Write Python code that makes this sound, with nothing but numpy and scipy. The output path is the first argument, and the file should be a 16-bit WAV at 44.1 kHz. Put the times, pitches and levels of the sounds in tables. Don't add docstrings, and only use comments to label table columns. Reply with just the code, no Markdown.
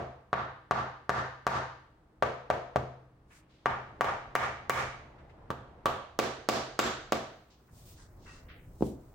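import sys
import numpy as np
from scipy import signal
from scipy.fft import rfft, irfft
from scipy.io import wavfile
from scipy.ndimage import uniform_filter1d, minimum_filter1d

SR = 44100
rng = np.random.default_rng(int(sys.argv[2]) if len(sys.argv) > 2 else 0)


def waveform_to_disk(signal):
    frames = np.transpose(np.atleast_2d(signal))
    scaled = np.clip(frames, -1, 1) * 32767
    samples = np.round(scaled).astype(np.int16)
    wavfile.write(sys.argv[1], SR, samples)


N = 403293

LEAD = SR // 4
TIME = np.arange(N) / SR
RING_TIME = np.arange(SR) / SR

# start_s, edge, relative_force_db, contact_hz, rattle_db, spot_hz
BLOWS = [(-0.05, "left", -2, 348, 0, 740), (0.3298, "near", -2, 804, -13.5, 3670),
         (0.71, "near", 2, 700, -2, 820), (1.0937, "near", 3.5, 667, 5, 1750),
         (1.4672, "near", 4, 684, 8, 860), (2.224, "left", -6.5, 710, -3, 475),
         (2.5012, "left", -7.5, 606, 0.5, 500), (2.7589, "left", -3.5, 330, 4, 124),
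         (3.6583, "far", -2, 730, -12, 775), (4.009, "far", 0.5, 730, -0.5, 820),
         (4.044, "far", -9, 520, 3, 830), (4.3527, "far", 1, 785, 4.5, 2020),
         (4.6961, "far", 4.5, 646, 14.5, 2200), (5.5035, "corner", -8.5, 324, 2.5, 1600),
         (5.8572, "corner", -6, 690, 3.5, 574), (6.1897, "right", -6, 700, -2, 406),
         (6.4878, "right", -3, 654, 1, 4850), (6.791, "right", -4.5, 860, -3.5, 1430),
         (7.122, "right", -8.5, 606, -3.5, 640)]
# pitch_hz, relative_level_db
KNOCK_SPECTRUM = [(45, -43), (100, -16.5), (200, -7.5), (350, -3), (550, 2), (900, -1), (1300, 0.5),
                  (1750, -5), (2400, -9.5), (4000, -17), (6500, -25), (9000, -38), (11500, -37.5),
                  (15000, -48)]
# pitch_hz, level_over_knock_db, t60_s
COVER_MODES = [(214, -6, 0.19), (383.5, -1.5, 0.066), (528, -3, 0.029), (683, 1, 0.014), (913, -2, 0.084),
               (1155, 0.5, 0.071), (1220, -11.5, 0.089), (1578, -4.5, 0.09), (1800, -7, 0.011),
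               (2200, -9, 0.024)]
# pitch_hz, relative_level_db, t60_s
STEEL_MODES = [(3307, 7, .25), (3682, 8, .25), (4795, 2, .15), (6575, 10, .15), (7385, 17, .22),
               (7425, 15, .14), (12950, 13, .13)]
EDGE_COLOURS = {"near": [(110, -2.5), (270, -9), (530, -9), (1150, -0.5), (1750, -3.5), (2300, -9.5),
                (4300, -9), (14000, -2.5)], "left": [(110, 0), (270, -7), (500, -2.5), (750, 0),
                (1150, -0.5), (2150, -4.5), (4300, -6), (14000, 4)], "far": [(110, -2.5), (270, -10),
                (530, -8.5), (1150, 0), (2150, -4), (4300, -9.5), (14000, 6)], "corner": [(110, -2),
                (270, -5), (530, -5.5), (1150, 3), (2150, -7.5), (3300, -0.5), (5000, -5.5), (14000, 11.5)],
                "right": [(110, -3), (270, 5.5), (530, -2.5), (1150, 0), (2150, -0.5), (4300, 6),
                (14000, 20.5)]}
# time_s, left_minus_right_db
PLACES = [(.5, 0), (2.5, 1.5), (4.7, -1.5), (6.1, -2.5), (7.1, -0.8)]
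# pitch_hz, level_against_direct_db, t60_s
ROOM_TAIL = [(61.5, 20.5, 0.48), (182, 3, 0.38), (300, 0.5, 0.46), (544, -4, 0.56), (1220, -4, 0.58),
             (4000, -1, 0.63), (8000, -4, 0.49), (13900, -4, 0.21)]
# pitch_hz, level_over_direct_db, t60_s
STANDING_WAVES = [(72.7, 30.5, 0.59), (128.9, 22.5, 0.72)]
# delay_s, left_db, right_db
FIRST_BOUNCES = [(.0071, -5.5, -18.5), (.0096, -8.5, -11)]
# start_s, level_db, contact_hz
THUD_TIMES = [(6.857, -27.5, 300), (8.8086, -26, 150), (8.8237, -14.5, 453)]
# pitch_hz, relative_level_db
THUD_SPECTRUM = [(25, -46), (50, -18.5), (90, -36), (190, 0.5), (350, 4), (600, -2), (1000, -10.5),
                 (1700, -29), (5000, -27), (15000, -37)]
# middle_s, half_length_s, level_db, centre_hz
SOFT_STROKES = [(3.359, 0.034, -61.5, 3400), (7.784, 0.035, -62.5, 5170), (7.895, 0.036, -57.5, 6240),
                (8.011, 0.045, -60, 2980), (8.324, 0.072, -57.5, 2290), (8.6, 0.87, -70, 8000),
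                (8.864, 0.04, -57, 4800)]
# start_s, level_db, centre_hz, fade_s
GLOVE_SCUFFS = [(3.3, -58.5, 1650, 0.081), (3.49, -68, 2690, 0.29), (5.18, -52, 1020, 0.022),
                (5.293, -53.5, 1300, 0.013), (7.499, -62.5, 4000, 0.054), (7.677, -64.5, 1150, .05),
                (7.98, -57, 1170, 0.083), (8.255, -53, 1250, .12), (8.483, -49.5, 1620, 0.073)]
# pitch_hz, level_db
SQUEAK_TONES = [(1850, -61), (2640, -57)]
# start_s, end_s, rumble_db, cloth_db
BODY_MOVES = [(3.152, 3.6, -72.5, -87), (3.66, 5.954, -57.5, -57.5), (5.95, 7.423, -62, -71),
              (7.7, 9.3, -55, -66), (8.165, 8.596, -75, -66), (8.67, 8.773, -52.5, -90)]
# pitch_hz, relative_level_db (per Hz)
AIR_SPECTRUM = [(20, -22), (40, -1), (65, -1), (110, -5.5), (250, -10), (600, -16), (1300, -21),
                (2500, -34), (7000, -45.5), (11000, -43), (15000, -50.5)]
# pitch_hz, level_db (rms)
HUM_TONES = [(64.6, -77), (129, -74.5), (312, -76), (371, -87)]
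# pitch_hz, level_db
PORT_COLOUR = [(8500, -0.5), (11500, -8), (13500, -2), (15300, 1.5), (17000, 9.5)]

CONTACT_HZ = 700
RATTLE_HZ = 5500
SPOT_DB, SPOT_OCTAVES = 3.5, 0.16
FITTING_S, FITTING_DB, FITTING_FALL_DB_PER_S = 6.79, 0.5, 27.5
SCUFF_SPREAD, SQUEAK_SPREAD = 1.63, 1.04
SQUEAK_S, SQUEAK_FADE_S = 8.262, 0.079
MOVE_RAMP_S = 0.029
AIR_DB = -62.5
TOP_HZ = 16000


def mallet(blow_db=3):
    out = np.zeros((2, LEAD + N))
    rooms = {edge: workshop() for edge in EDGE_COLOURS}
    knock = pulse(KNOCK_SPECTRUM)
    knock = knock / np.abs(knock).max()
    steel = ring(STEEL_MODES)
    for s, edge, force_db, contact_hz, rattle_db, spot_hz in BLOWS:
        colour = pulse(blow_colour(edge, contact_hz, rattle_db, spot_hz))
        push = signal.fftconvolve(knock, colour)[:len(knock)]
        chance = rng.standard_normal((len(COVER_MODES), 2))
        pitch_ratio = 1 + chance[:, :1] * [.012, 0, 0]
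        level_shift = chance[:, 1:] * [0, 2.5, 0]
        cover = ring(np.array(COVER_MODES) * pitch_ratio + level_shift)
        steel_db = FITTING_DB - FITTING_FALL_DB_PER_S * abs(s - FITTING_S)
        metal = signal.unit_impulse(SR) + cover + undb(steel_db) * steel
        blow = spread_out(signal.fftconvolve(push, metal)[:SR // 2])
        side_db = np.interp(s, *np.transpose(PLACES)) * np.array([[.5], [-.5]])
        in_room = signal.fftconvolve(blow[None], rooms[edge], axes=1)
        add(out, undb(force_db + blow_db + side_db) * in_room, s)
    return out[:, LEAD:]


def blow_colour(edge, contact_hz, rattle_db, spot_hz):
    hz = np.geomspace(50, 16000, num=80)
    edge_hz, edge_db = np.transpose(EDGE_COLOURS[edge])
    edge_colour = np.interp(np.log(hz), np.log(edge_hz), edge_db)
    contact = 20 * np.log10((1 + (hz / CONTACT_HZ) ** 2) / (1 + (hz / contact_hz) ** 2))
    rattle = rattle_db * hz ** 2 / (hz ** 2 + RATTLE_HZ ** 2)
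    spot = SPOT_DB * np.exp(-.5 * (np.log2(hz / spot_hz) / SPOT_OCTAVES) ** 2)
    return np.column_stack([hz, edge_colour + contact + rattle + spot])


def spread_out(x, bend_hz=900, width_hz=420, count=16):
    chance = rng.random((count, 2))
    chatter_hz = 2300 + 13500 * chance[:, 0] ** 2
    chatter_width = width_hz * (.3 + 1.5 * chance[:, 1])
    for hz, width in [(bend_hz, bend_hz), *zip(chatter_hz, chatter_width)]:
        _, poles = signal.iirpeak(hz, hz / width, fs=SR)
        x = signal.lfilter(poles[::-1], poles, x)
    return x


def workshop(near_db=-4, near_s=0.0063, build_s=0.001):
    noise, tail = rfft(diffuse(SR)), 0
    hz = np.maximum(np.fft.rfftfreq(SR, 1 / SR), 1)
    half_octave = np.round(2 * np.log2(np.maximum(hz, ROOM_TAIL[0][0])))
    gain, t60 = undb(along(ROOM_TAIL, SR)), along(ROOM_TAIL, SR, column=2)
    for k in np.unique(half_octave):
        inside = half_octave == k
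        damping = np.log(1000) / t60[inside].mean()
        tail = tail + irfft(noise * gain * inside) * np.exp(-damping * RING_TIME) * np.sqrt(2 * damping / SR)
    response = tail * (1 - np.exp(-RING_TIME / build_s)) + ring(STANDING_WAVES)
    scatter = diffuse(SR, apart_hz=500) * np.exp(-RING_TIME / near_s) * np.sqrt(2 / near_s / SR)
    response += undb(near_db) * scatter
    response[:, 0] += 1
    for s, left_db, right_db in FIRST_BOUNCES:
        response[:, int(s * SR)] += undb([left_db, right_db])
    return response


def thuds(room, dry_db=-4, dry_s=0.36):
    out, body = np.zeros((2, LEAD + N)), pulse(THUD_SPECTRUM)
    close = room * (undb(dry_db) + (1 - undb(dry_db)) * np.exp(-RING_TIME / dry_s))
    for s, db, hz in THUD_TIMES:
        push = signal.sosfilt(signal.butter(1, hz, fs=SR, output="sos"), body)
        push = push / np.abs(push).max()
        add(out, undb(db) * signal.fftconvolve(push[None], close, axes=1), s)
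    return out[:, LEAD:]


def handling(grain_db=1.0, rise_s=0.0072):
    grain = unit(uniform_filter1d(rng.standard_normal(N), size=300))
    fibres = diffuse(N) * undb(grain_db * grain)
    out = 0
    for s, half, db, hz in SOFT_STROKES:
        swell = np.exp(-.5 * ((TIME - s) / half) ** 2)
        out = out + undb(db) * unit(band(fibres, hz, 2.9)) * swell
    for s, db, hz, fade in GLOVE_SCUFFS:
        out = out + undb(db) * unit(band(fibres, hz, SCUFF_SPREAD)) * burst(s, rise_s, fade)
    for hz, db in SQUEAK_TONES:
        out = out + undb(db) * unit(band(fibres, hz, SQUEAK_SPREAD)) * burst(SQUEAK_S, rise_s, SQUEAK_FADE_S)
    rumble = unit(band(diffuse(N), 49.3, 2.53))
    cloth = unit(band(fibres, 440, 2.07))
    for start, end, rumble_db, cloth_db in BODY_MOVES:
        moving = .5 * (np.tanh((TIME - start) / MOVE_RAMP_S) - np.tanh((TIME - end) / MOVE_RAMP_S))
        out = out + moving * (undb(rumble_db) * rumble + undb(cloth_db) * cloth)
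    return out


def background():
    air = unit(irfft(rfft(diffuse(N)) * undb(along(AIR_SPECTRUM, N)), N))
    hum = 0
    for hz, db in HUM_TONES:
        hum = hum + undb(db) * np.sqrt(2) * np.sin(2 * np.pi * (hz * TIME + rng.random()))
    return undb(AIR_DB) * air + hum


def undb(db):
    return 10 ** (np.asarray(db) / 20)


def unit(x):
    return x / np.sqrt(np.mean(x ** 2))


def along(points, size, column=1):
    table = np.array(points, float)
    hz = np.maximum(np.fft.rfftfreq(size, 1 / SR), 1)
    return np.interp(np.log(hz), np.log(table[:, 0]), table[:, column])


def pulse(points, size=4096):
    cepstrum = irfft(np.log(undb(along(points, size))))
    cepstrum[1:size // 2] *= 2
    cepstrum[size // 2 + 1:] = 0
    return irfft(np.exp(rfft(cepstrum)))


def ring(modes):
    out = 0
    for hz, db, t60 in modes:
        damping = np.log(1000) / t60
        decay = 2 * damping / SR * np.exp(-damping * RING_TIME)
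        out = out + undb(db) * decay * np.cos(2 * np.pi * hz * RING_TIME)
    return out


def diffuse(size, apart_hz=1100):
    mid, side = rfft(rng.standard_normal((2, size)))
    hz = np.fft.rfftfreq(size, 1 / SR)
    width = hz / np.hypot(hz, apart_hz)
    return irfft((mid + np.array([[1], [-1]]) * width * side) / np.hypot(1, width), size)


def band(x, hz, spread):
    spread = max(spread, 1.02)
    edges = [hz / spread, min(hz * spread, .45 * SR)]
    return signal.sosfilt(signal.butter(2, edges, "band", fs=SR, output="sos"), x)


def burst(s, rise_s, fade_s):
    age = np.maximum(TIME - s, 0)
    return (1 - np.exp(-age / rise_s)) * np.exp(-age / fade_s)


def add(track, sound, s):
    start = LEAD + int(s * SR)
    part = sound[:, :track.shape[1] - start]
    track[:, start:start + part.shape[1]] += part


def scene():
    return mallet() + thuds(workshop()) + handling() + background()


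def record(dry, release_s=0.055):
    heard = signal.fftconvolve(dry, pulse(PORT_COLOUR)[None], axes=1)[:, :N]
    ceiling = undb(-10.2)
    over = np.log(np.maximum(np.abs(heard).max(axis=0) / ceiling, 1))
    held = np.maximum.accumulate(over + TIME / release_s) - TIME / release_s
    gain = uniform_filter1d(minimum_filter1d(np.exp(-held), size=89), size=89)
    return signal.sosfilt(signal.ellip(8, .2, 70, TOP_HZ, fs=SR, output="sos"), heard * gain)


dry = scene()
out = record(dry)
waveform_to_disk(out)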